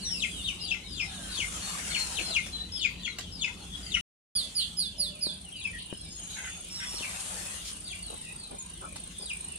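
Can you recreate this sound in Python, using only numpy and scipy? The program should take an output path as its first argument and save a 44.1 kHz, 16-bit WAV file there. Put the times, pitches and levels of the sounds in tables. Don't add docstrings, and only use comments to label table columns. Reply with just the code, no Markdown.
import sys
import numpy as np
from scipy import signal
from scipy.fft import rfft, irfft
from scipy.io import wavfile
from scipy.ndimage import uniform_filter1d, map_coordinates

SR = 44100
rng = np.random.default_rng(int(sys.argv[2]) if len(sys.argv) > 2 else 0)


def wav_out(sig):
    wavfile.write(sys.argv[1], SR, np.round(np.clip(np.atleast_2d(sig).T, -1, 1) * 32767).astype(np.int16))


N = 422478
TIME = np.arange(N) / SR
SILENCE_S = (4.01, 4.352)

# frequency_hz, relative_db
RUMBLE_COLOUR = [(20, -20), (44, -16), (54, 4), (67, -6), (82, -0.5), (100, -7.5), (140, -12), (178, 0),
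                 (230, -11.5), (330, -15), (500, -22.5), (2000, -57.5)]
AIR_COLOUR = [(200, -18), (700, 1.5), (1800, -7), (2900, 6.5), (4000, 4.5), (5800, -10.5), (9000, -15),
              (12500, -25.5), (15500, -26)]
# frequency_hz, likeness (1 is the same)
EAR_LIKENESS = [(130, 0.95), (300, 0.83), (1000, 0.31), (12000, 0.05)]
# frequency_hz, fade_s
ECHO_FADE = [(1500, 0.16), (3500, 0.34), (9000, 0.3), (15000, 0.016)]
# start_s, end_s, level_db
TRILL_BOUTS = [(5.146, 7.65, -48.5), (7.698, 9.08, -46), (9.184, 9.58, -41.5)]
# time_s, level_db
FLOCK_LEVEL = [(0, -43.5), (3.5, -54.5), (5.5, -52), (9.5, -62.5)]
# start_s, pitch_hz, level_db, fall_share
FAR_CHIRPS = [(0, 4770, -42, 0.34), (0.04, 5910, -35, 0.1), (.34, 4000, -46, 0.18),
              (.58, 4280, -48.5, 0.14), (1.28, 4310, -45, 0.2), (2.742, 3630, -42, 0.28),
              (3.041, 4560, -47.5, 0.19), (5.08, 3120, -55.5, 0.26), (5.51, 3310, -44.5, 0.23),
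              (6.735, 4400, -48.5, 0.32), (8.011, 4685, -48, 0.22), (8.373, 4740, -49.5, 0.22),
              (8.711, 4060, -57, 0.31), (9.019, 3960, -59, 0.42)]
# start_s, length_s, pitch_hz, level_db, fall_share, waver_share
WHISTLES = [(0.439, 0.035, 3790, -35.5, 0.06, 0.01), (1, 0.053, 5040, -40, -0.1, 0.042),
            (1.069, 0.29, 1723, -53.5, 0.15, 0.013), (1.597, 0.16, 4316, -45.5, -0.036, 0.0048),
            (1.888, 0.17, 4424, -37.5, 0.056, .004), (2.169, 0.22, 4320, -41, 0.07, 0.0048),
            (2.516, 0.12, 4103, -38, 0.038, 0.0034), (3.713, 0.055, 3495, -40, 0.06, 0.017),
            (4.929, 0.474, 582, -58, -0.069, 0.037), (5.729, 0.043, 1926, -43, 0.051, .025),
            (6.047, 0.62, 6740, -48, 0.026, 0.0098), (5.91, 0.26, 5190, -50, 0.012, .005),
            (6.66, .38, 5470, -46, 0, .003), (8.107, 0.11, 3990, -56, 0.028, 0.0025),
            (8.583, 0.037, 6910, -42, 0.024, 0.0086)]
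# start_s, level_db
SCUFFS = [(2.165, -47.5), (2.264, -47.5), (8.085, -48.5), (8.49, -48.5), (8.801, -49.5), (9.179, -53)]
# start_s, level_db, centre_hz, width_octaves
RASPS = [(4.578, -37.5, 3070, 0.11), (5.765, -45.5, 3340, 0.34), (6.29, -46.5, 3880, 0.098),
         (6.489, -52, 2900, 0.22), (7.637, -42, 4460, 0.74), (8.806, -47, 1275, 0.2)]
# start_s, level_db
QUILL_CLICKS = [(2.464, -34), (3.186, -28), (8.959, -33.5)]
# start_s, level_db
KNOCKS = [(1.392, -37.5), (5.268, -31.5), (5.927, -30), (6.942, -38.5), (7.008, -37.5)]
# pitch_hz, relative_db, fade_s (to fall 60 dB)
KNOCK_TONES = [(212, -6.5, 0.063), (329, 13, 0.0097), (533, 0.5, 0.013), (914, -6, 0.02),
               (1730, 1.5, 0.005)]
# start_s, pitch_hz, level_db
SQUAWKS = [(6.352, 560, -43.5), (6.425, 546, -42), (6.79, 552, -41.5)]
# frequency_hz, relative_db
FEATHER_COLOUR = [(150, -41), (500, -6.5), (900, -5.5), (1900, -5.5), (2800, -3), (5000, -7), (7500, 0.5),
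                  (9300, -1.5), (11000, -5.5), (12200, -19), (15500, -26.5)]
# frequency_hz, side_db (above 0 is left)
LEAN_FACING = [(300, -2), (1400, 14.5), (3300, 2), (5500, 13.5), (7200, 7), (9500, -10), (11000, 3),
               (14000, 3.5)]
LEAN_TURNED = [(2400, 2.7), (4400, 14.4), (7200, 3.2), (9000, 16.7), (11000, 8.7)]
# peak_s, level_db, side_db, length_factor
SHIVERS = [(.33, -43, -14.5, 0.64), (1.3, -45, -11, 0.32), (1.97, -35, -1.5, 1), (3.9, -49.5, -3, 0.68),
           (4.449, -47, -6, 0.89), (6.4, -42.5, -10, 0.31), (7.34, -36, -4, 0.82), (8.15, -50.5, 1, 0.72),
           (9.25, -50, -2.5, 0.77)]
# frequency_hz, boost_db
OVERTONE_BOOST = [(5400, -1.5), (6800, 3.5), (7700, -3), (9550, 14.5), (10700, 5.5), (12600, 1)]
# time_s, base_pitch_hz, relative_db
PEEP_SHAPE = [(0, 5270, -18), (.015, 5040, -9), (.025, 4890, 0), (.052, 4330, -1), (.07, 3870, -9),
              (.094, 3490, -8), (.128, 3410, -19)]
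# start_s, level_db, pitch_factor, overtones_db
PEEPS = [(4.338, -27, 0.99, -12.5), (4.546, -25.5, 0.98, -13.5), (4.765, -27, 1, -13.5),
         (4.978, -28, 1, -12.5), (5.205, -29, 0.99, -17.5)]
# time_from_peak_s, base_pitch_hz
CHIRP_SHAPE = [(-.135, 5350), (-.095, 5180), (-.058, 4670), (-.042, 3853), (-.013, 3230), (.003, 2567),
               (.022, 2066)]
# peak_s, level_db, pitch_factor, length_factor, lead_db, early_s, hoarse_share
NEAR_CHIRPS = [(.238, -28, 1.005, 0.88, -14.5, .13, 0.061), (.49, -35.5, 1.08, 0.94, -24.5, 0.078, 0.046),
               (0.72, -29, 1, 1.18, -11, .12, 0.073), (1.006, -30.5, .97, 1.04, -14.5, .13, 0.05),
               (1.414, -30, 0.94, 1.1, -7.5, .1, 0.054), (1.955, -31, 1.04, 1.14, -18, .12, 0.1),
               (2.182, -34.5, 1.1, 0.85, -8.5, 0.066, 0.066), (2.369, -25, 0.98, 0.98, -18, .12, 0.07),
               (2.848, -26, 0.98, 0.9, -13, 0.13, .07), (3.064, -34, 0.97, 0.85, -17, 0.063, 0.087),
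               (3.448, -26.5, 0.99, 1.05, -18.5, .135, 0.081),
               (3.956, -28.5, 0.91, 0.89, -20.5, 0.13, 0.14), (5.655, -33.5, 0.98, 1.25, -14.5, 0.11, .05),
               (7.037, -33.5, 0.9, 0.97, -9, 0.096, 0.11), (7.926, -44, 0.97, 1.09, -1, 0.092, 0.073),
               (9.31, -38, 0.99, 1.09, -7.5, 0.12, 0.056)]


def amp(db):
    return 10 ** (np.asarray(db) / 20)


def unit(x):
    return x / np.sqrt(np.mean(x ** 2) + 1e-20)


def curve(rows, t):
    times, *columns = np.transpose(rows)
    return [np.interp(t, times, column) for column in columns]


def spectrum(points, hz):
    table_hz, value = np.transpose(points)
    return np.interp(np.log(hz + 1), np.log(table_hz), value)


def before_after(pair, s):
    return np.where(s < SILENCE_S[1], *pair)


def pan(side_db):
    return unit(amp([[side_db / 2], [-side_db / 2]]))


def add(mix, start_s, sound):
    start = round(start_s * SR)
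    sound = sound[:, max(-start, 0):]
    part = mix[:, max(start, 0):][:, :sound.shape[1]]
    part += sound[:, :part.shape[1]]


def wobble(t, per_s):
    points = rng.standard_normal(int((t[-1] - t[0]) * per_s) + 4)
    return map_coordinates(points, [(t - t[0]) * per_s], order=3, mode="nearest")


def colour(x, points):
    return irfft(rfft(x) * amp(spectrum(points, np.fft.rfftfreq(N, 1 / SR))), N)


def noise(points, patchy_db):
    hz = np.fft.rfftfreq(4096, 1 / SR)
    a, b, c, d, patches = rng.standard_normal((N // 1024 + 5, len(hz), 5)).T
    patches = unit(uniform_filter1d(uniform_filter1d(patches, size=24, axis=0), size=4, axis=1))
    alike = np.clip(spectrum(EAR_LIKENESS, hz), 0, 1)[:, None]
    left = a + 1j * b
    right = alike * left + np.sqrt(1 - alike ** 2) * (c + 1j * d)
    bands = np.array([left, right]) * amp(spectrum(points, hz)[:, None] + patchy_db * patches)
    return unit(signal.istft(bands, nperseg=4096, noverlap=3072)[1][:, :N])


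def yard(x, side_db, echo_db, fence_s=.024, fence_db=-5, ground_db=-2, ground_s=.0055):
    t = np.arange(SR // 2) / SR
    bounces = rng.choice([-1., 1.], (2, len(t))) * (rng.random((2, len(t))) < 2000 / SR)
    hz, delay_s, bands = signal.stft(bounces * (t > .004), SR, nperseg=256)
    fade = amp(-60 * delay_s / spectrum(ECHO_FADE, hz)[:, None])
    tail = signal.istft(bands * fade, SR, nperseg=256)[1][:, :len(t)]
    ground = bounces * (t > .001) * np.exp(-t / ground_s)
    fence = bounces * np.exp(-abs(t - fence_s) / .00017)
    echoes = unit(tail) + amp(ground_db) * unit(ground) + amp(fence_db) * unit(fence)
    paths = amp(echo_db) * unit(echoes) / np.sqrt(len(t))
    paths[[0, 1], [3, 0]] += 1
    return pan(side_db) * signal.fftconvolve(x[None], paths, axes=1) / np.sqrt(1 + amp(2 * echo_db))


def background(rumble_db=(-46, -50), air_db=(-49.5, -52)):
    rumble_gain = amp(before_after(rumble_db, TIME) + .29 * wobble(TIME, 8.7))
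    rumble = rumble_gain * noise(RUMBLE_COLOUR, patchy_db=1.5)
    air = amp(before_after(air_db, TIME)) * noise(AIR_COLOUR, patchy_db=7.5)
    return rumble + air


def trill(settled_hz=8680, sharp_hz=603, settle_s=.76, sweep_hz=1100, notes_per_s=26.8, note_share=.36):
    centre_hz = settled_hz + sharp_hz * np.exp(-np.maximum(TIME - TRILL_BOUTS[0][0], 0) / settle_s)
    count = TIME * notes_per_s + .04 * wobble(TIME, 6) + .3
    place = np.clip((count % 1 - .5) / note_share, -.5, .5)
    tone = np.cos(np.pi * place) * np.sin(2 * np.pi * np.cumsum(centre_hz - sweep_hz * place) / SR)
    level = sum(amp(db) * (TIME > start) * (TIME < end) for start, end, db in TRILL_BOUTS)
    level *= amp(1.8 * wobble(TIME, 27))
    return yard(2 * tone * level / np.sqrt(note_share), side_db=-2.5, echo_db=-10)[:, :N]


def far_birds(side_db=(5, 2.5), chirp_s=.11, chirp_waver=.012, flock_notes=90):
    chirps = [(s, chirp_s, hz, db, fall, chirp_waver) for s, hz, db, fall in FAR_CHIRPS]
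    flock, flock_fall, flock_waver = [], .23, .022
    for k, (when, pitch, length, softness) in enumerate(rng.random((flock_notes, 4))):
        s = (k + when) / flock_notes * N / SR
        db = curve(FLOCK_LEVEL, s)[0] - 6 * softness
        flock.append((s, .066 + .07 * length, 3100 + 1200 * pitch, db, flock_fall, flock_waver))
    out = np.zeros((2, N))
    for calls, echo_db in ((chirps + WHISTLES, -2), (flock, 4)):
        for s, length_s, start_hz, db, fall, waver in calls:
            t = np.arange(0, length_s, 1 / SR)
            hz = start_hz * (1 - fall * t / length_s) * (1 + waver * wobble(t, 259))
            level = signal.windows.tukey(len(t), .4) * amp(2.2 * wobble(t, 55))
            tone = level * np.sin(2 * np.pi * np.cumsum(hz) / SR)
            add(out, s, amp(db) * yard(unit(tone), before_after(side_db, s), echo_db))
    return out


def scuffs_and_rasps(scuff_s=.075, scuff_hz=430, scuff_octaves=.85, rasp_s=.069):
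    out = np.zeros((2, N))
    scuffs = [(scuff_s, *row, scuff_hz, scuff_octaves) for row in SCUFFS]
    rasps = [(rasp_s, *row) for row in RASPS]
    for length_s, s, db, centre_hz, width in scuffs + rasps:
        t = np.arange(0, length_s, 1 / SR)
        grit = rng.standard_normal(len(t)) * amp(3 * wobble(t, 250))
        octaves_away = np.log2((np.fft.rfftfreq(len(t), 1 / SR) + 1) / centre_hz)
        band = np.exp(-.5 * (octaves_away / width) ** 2)
        stroke = irfft(rfft(grit) * band, len(t)) * signal.windows.tukey(len(t), .7)
        add(out, s, amp(db) * yard(unit(stroke), side_db=.5, echo_db=5))
    return out


def quill_clicks(band_hz=(300, 7000), fade_s=.0041):
    out, t = np.zeros((2, N)), np.arange(SR // 8) / SR
    band = signal.butter(2, band_hz, "band", fs=SR, output="sos")
    for s, db in QUILL_CLICKS:
        click = 2 * signal.sosfilt(band, rng.standard_normal(len(t))) * np.exp(-t / fade_s)
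        add(out, s, amp(db) * yard(click, side_db=1.1, echo_db=2))
    return out


def knocks(rise_s=.0007):
    out, t = np.zeros((2, N)), np.arange(SR // 8) / SR
    ring = sum(amp(db - 60 * t / fade_s) * np.sin(2 * np.pi * hz * t) for hz, db, fade_s in KNOCK_TONES)
    ring *= 1 - np.exp(-t / rise_s)
    for s, db in KNOCKS:
        add(out, s, amp(db) * yard(-ring, side_db=11, echo_db=-12))
    return out


def squawks(length_s=.0683, fall_share=.121, throat_hz=1830, width_hz=390):
    out, t = np.zeros((2, N)), np.arange(0, length_s, 1 / SR)
    for s, start_hz, db in SQUAWKS:
        hz = start_hz * (1 - fall_share * t / length_s) * (1 + .042 * wobble(t, 520))
        phase = 2 * np.pi * np.cumsum(hz) / SR
        tone = sum(np.sin(k * phase) / np.hypot(1, (k * hz - throat_hz) / width_hz) for k in range(3, 8))
        rattle = amp(3.5 * wobble(t, 450))
        call = unit(tone * rattle * signal.windows.tukey(len(t), .5))
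        add(out, s, amp(db) * yard(call, side_db=1, echo_db=3))
    return out


def shivering(build_s=.77, die_s=.47, rest_db=-55):
    power = amp(rest_db) ** 2
    for s, db, side_db, stretch in SHIVERS:
        from_peak = (TIME - s) / (stretch * np.where(TIME < s, build_s, die_s))
        power = power + (pan(side_db) * amp(db - 10 * np.minimum(from_peak ** 2, 10))) ** 2
    return np.sqrt(power)


def peacock_train(ticks_per_s=2500, tick_db=-5, flicker_db=1.03):
    ticks = (rng.random((2, N)) < ticks_per_s / SR) * rng.standard_normal((2, N))
    ticks *= amp(1.9 * np.minimum(rng.exponential(1, (2, N)), 4))
    hiss = noise(FEATHER_COLOUR, patchy_db=4)
    hiss += amp(tick_db) * unit(colour(ticks + .039 * ticks[::-1], FEATHER_COLOUR))
    for ear, sign in enumerate((1, -1)):
        poses = [colour(hiss[ear], [(hz, sign * db / 2) for hz, db in lean])
                 for lean in (LEAN_FACING, LEAN_TURNED)]
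        hiss[ear] = before_after(poses, TIME)
    hiss[0] = np.roll(hiss[0], 14)
    return unit(hiss) * shivering() * amp(flicker_db * wobble(TIME, 50))


def voice(t, hz, second_db, third_db, rough, flutter_db, undertone=0):
    hz = hz * (1 + .004 * wobble(t, 160) + rough * np.tanh(wobble(t, 700)))
    phase = 2 * np.pi * np.cumsum(hz) / SR
    tone = np.sin(phase) + undertone * np.sin(phase * 2 / 3)
    for k, db in enumerate((second_db, third_db), 2):
        tone += amp(db + spectrum(OVERTONE_BOOST, k * hz)) * np.sin(k * phase)
    return np.sqrt(2) * tone * amp(flutter_db * wobble(t, 126.9))


def peep(pitch, overtones_db):
    t = np.arange(0, PEEP_SHAPE[-1][0], 1 / SR)
    hz, db = curve(PEEP_SHAPE, t)
    top_hz, end_hz = PEEP_SHAPE[0][1], PEEP_SHAPE[-1][1]
    swap_db = 9 * np.clip((top_hz - hz) / (top_hz - end_hz), 0, 1) ** 2
    second_db, third_db = overtones_db - swap_db, overtones_db - 17 + swap_db
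    tone = voice(t, pitch * hz, second_db, third_db, rough=.008, flutter_db=1.3)
    return amp(db) * signal.windows.tukey(len(t), .1) * tone


def falling_chirp(pitch, stretch, lead_db, early_s, hoarse, bottom_hz):
    lead_s, break_s, dive_s, hold_s = .057, .04, .066, .015
    t = np.arange(-early_s, (break_s + hold_s / 2) * stretch, 1 / SR) / stretch
    leading = t < -break_s
    lead_progress = 1 + (t + break_s) / lead_s
    depth = np.clip((t + break_s) / dive_s, 0, 1)
    jerky_t = t + .0035 * wobble(t, 130)
    hz = np.maximum(pitch * curve(CHIRP_SHAPE, jerky_t)[0], bottom_hz)
    swell_db = np.maximum(647.5 * np.minimum(t + hold_s / 2, 0), max(-10, lead_db))
    fade_db = 527 * np.maximum(t - hold_s / 2, 0)
    rattle_db = 3.5 * wobble(t, 450)
    db = np.where(leading, lead_db + 2 * (2 * lead_progress - 1) ** 2, swell_db - fade_db + rattle_db)
    second_db = np.where(leading, -23, -6 - 18 * depth)
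    third_db = -40 + 24 * depth ** 2
    rough = hoarse * (.25 + depth ** 2) * np.clip(1 - t / hold_s / 2, .3, 1)
    undertone = (4.85 * hoarse * depth ** 2) ** 2
    tone = voice(t, hz, second_db, third_db, rough, flutter_db=3, undertone=undertone)
    soft_start = np.minimum((t - t[0]) / .03, 1)
    return tone * uniform_filter1d(amp(db), size=40) * soft_start


def near_birds(chirp_side_db=(8.5, 3.5), bottom_hz=(2108, 2344)):
    out = np.zeros((2, N))
    for s, db, pitch, stretch, lead_db, early_s, hoarse in NEAR_CHIRPS:
        tone = falling_chirp(pitch, stretch, lead_db, early_s, hoarse, before_after(bottom_hz, s))
        echo_db = -4 - .32 * (db + 26)
        add(out, s - early_s, amp(db) * yard(tone, before_after(chirp_side_db, s), echo_db))
    for s, db, pitch, overtones_db in PEEPS:
        tone = peep(pitch, overtones_db)
        add(out, s, amp(db) * yard(tone, side_db=-5, echo_db=-6, fence_db=-11, ground_db=-7))
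    return out


def scene():
    calls = near_birds() + far_birds() + squawks() + trill()
    return calls + peacock_train() + scuffs_and_rasps() + quill_clicks() + knocks() + background()


def record(dry, top_hz=15700):
    sounding = (TIME < SILENCE_S[0]) | (TIME > SILENCE_S[1])
    treble_cut = signal.firwin(511, top_hz, window=("kaiser", 9), fs=SR)
    return signal.oaconvolve(dry * sounding, treble_cut[None], "same")


dry = scene()
out = record(dry)
wav_out(out)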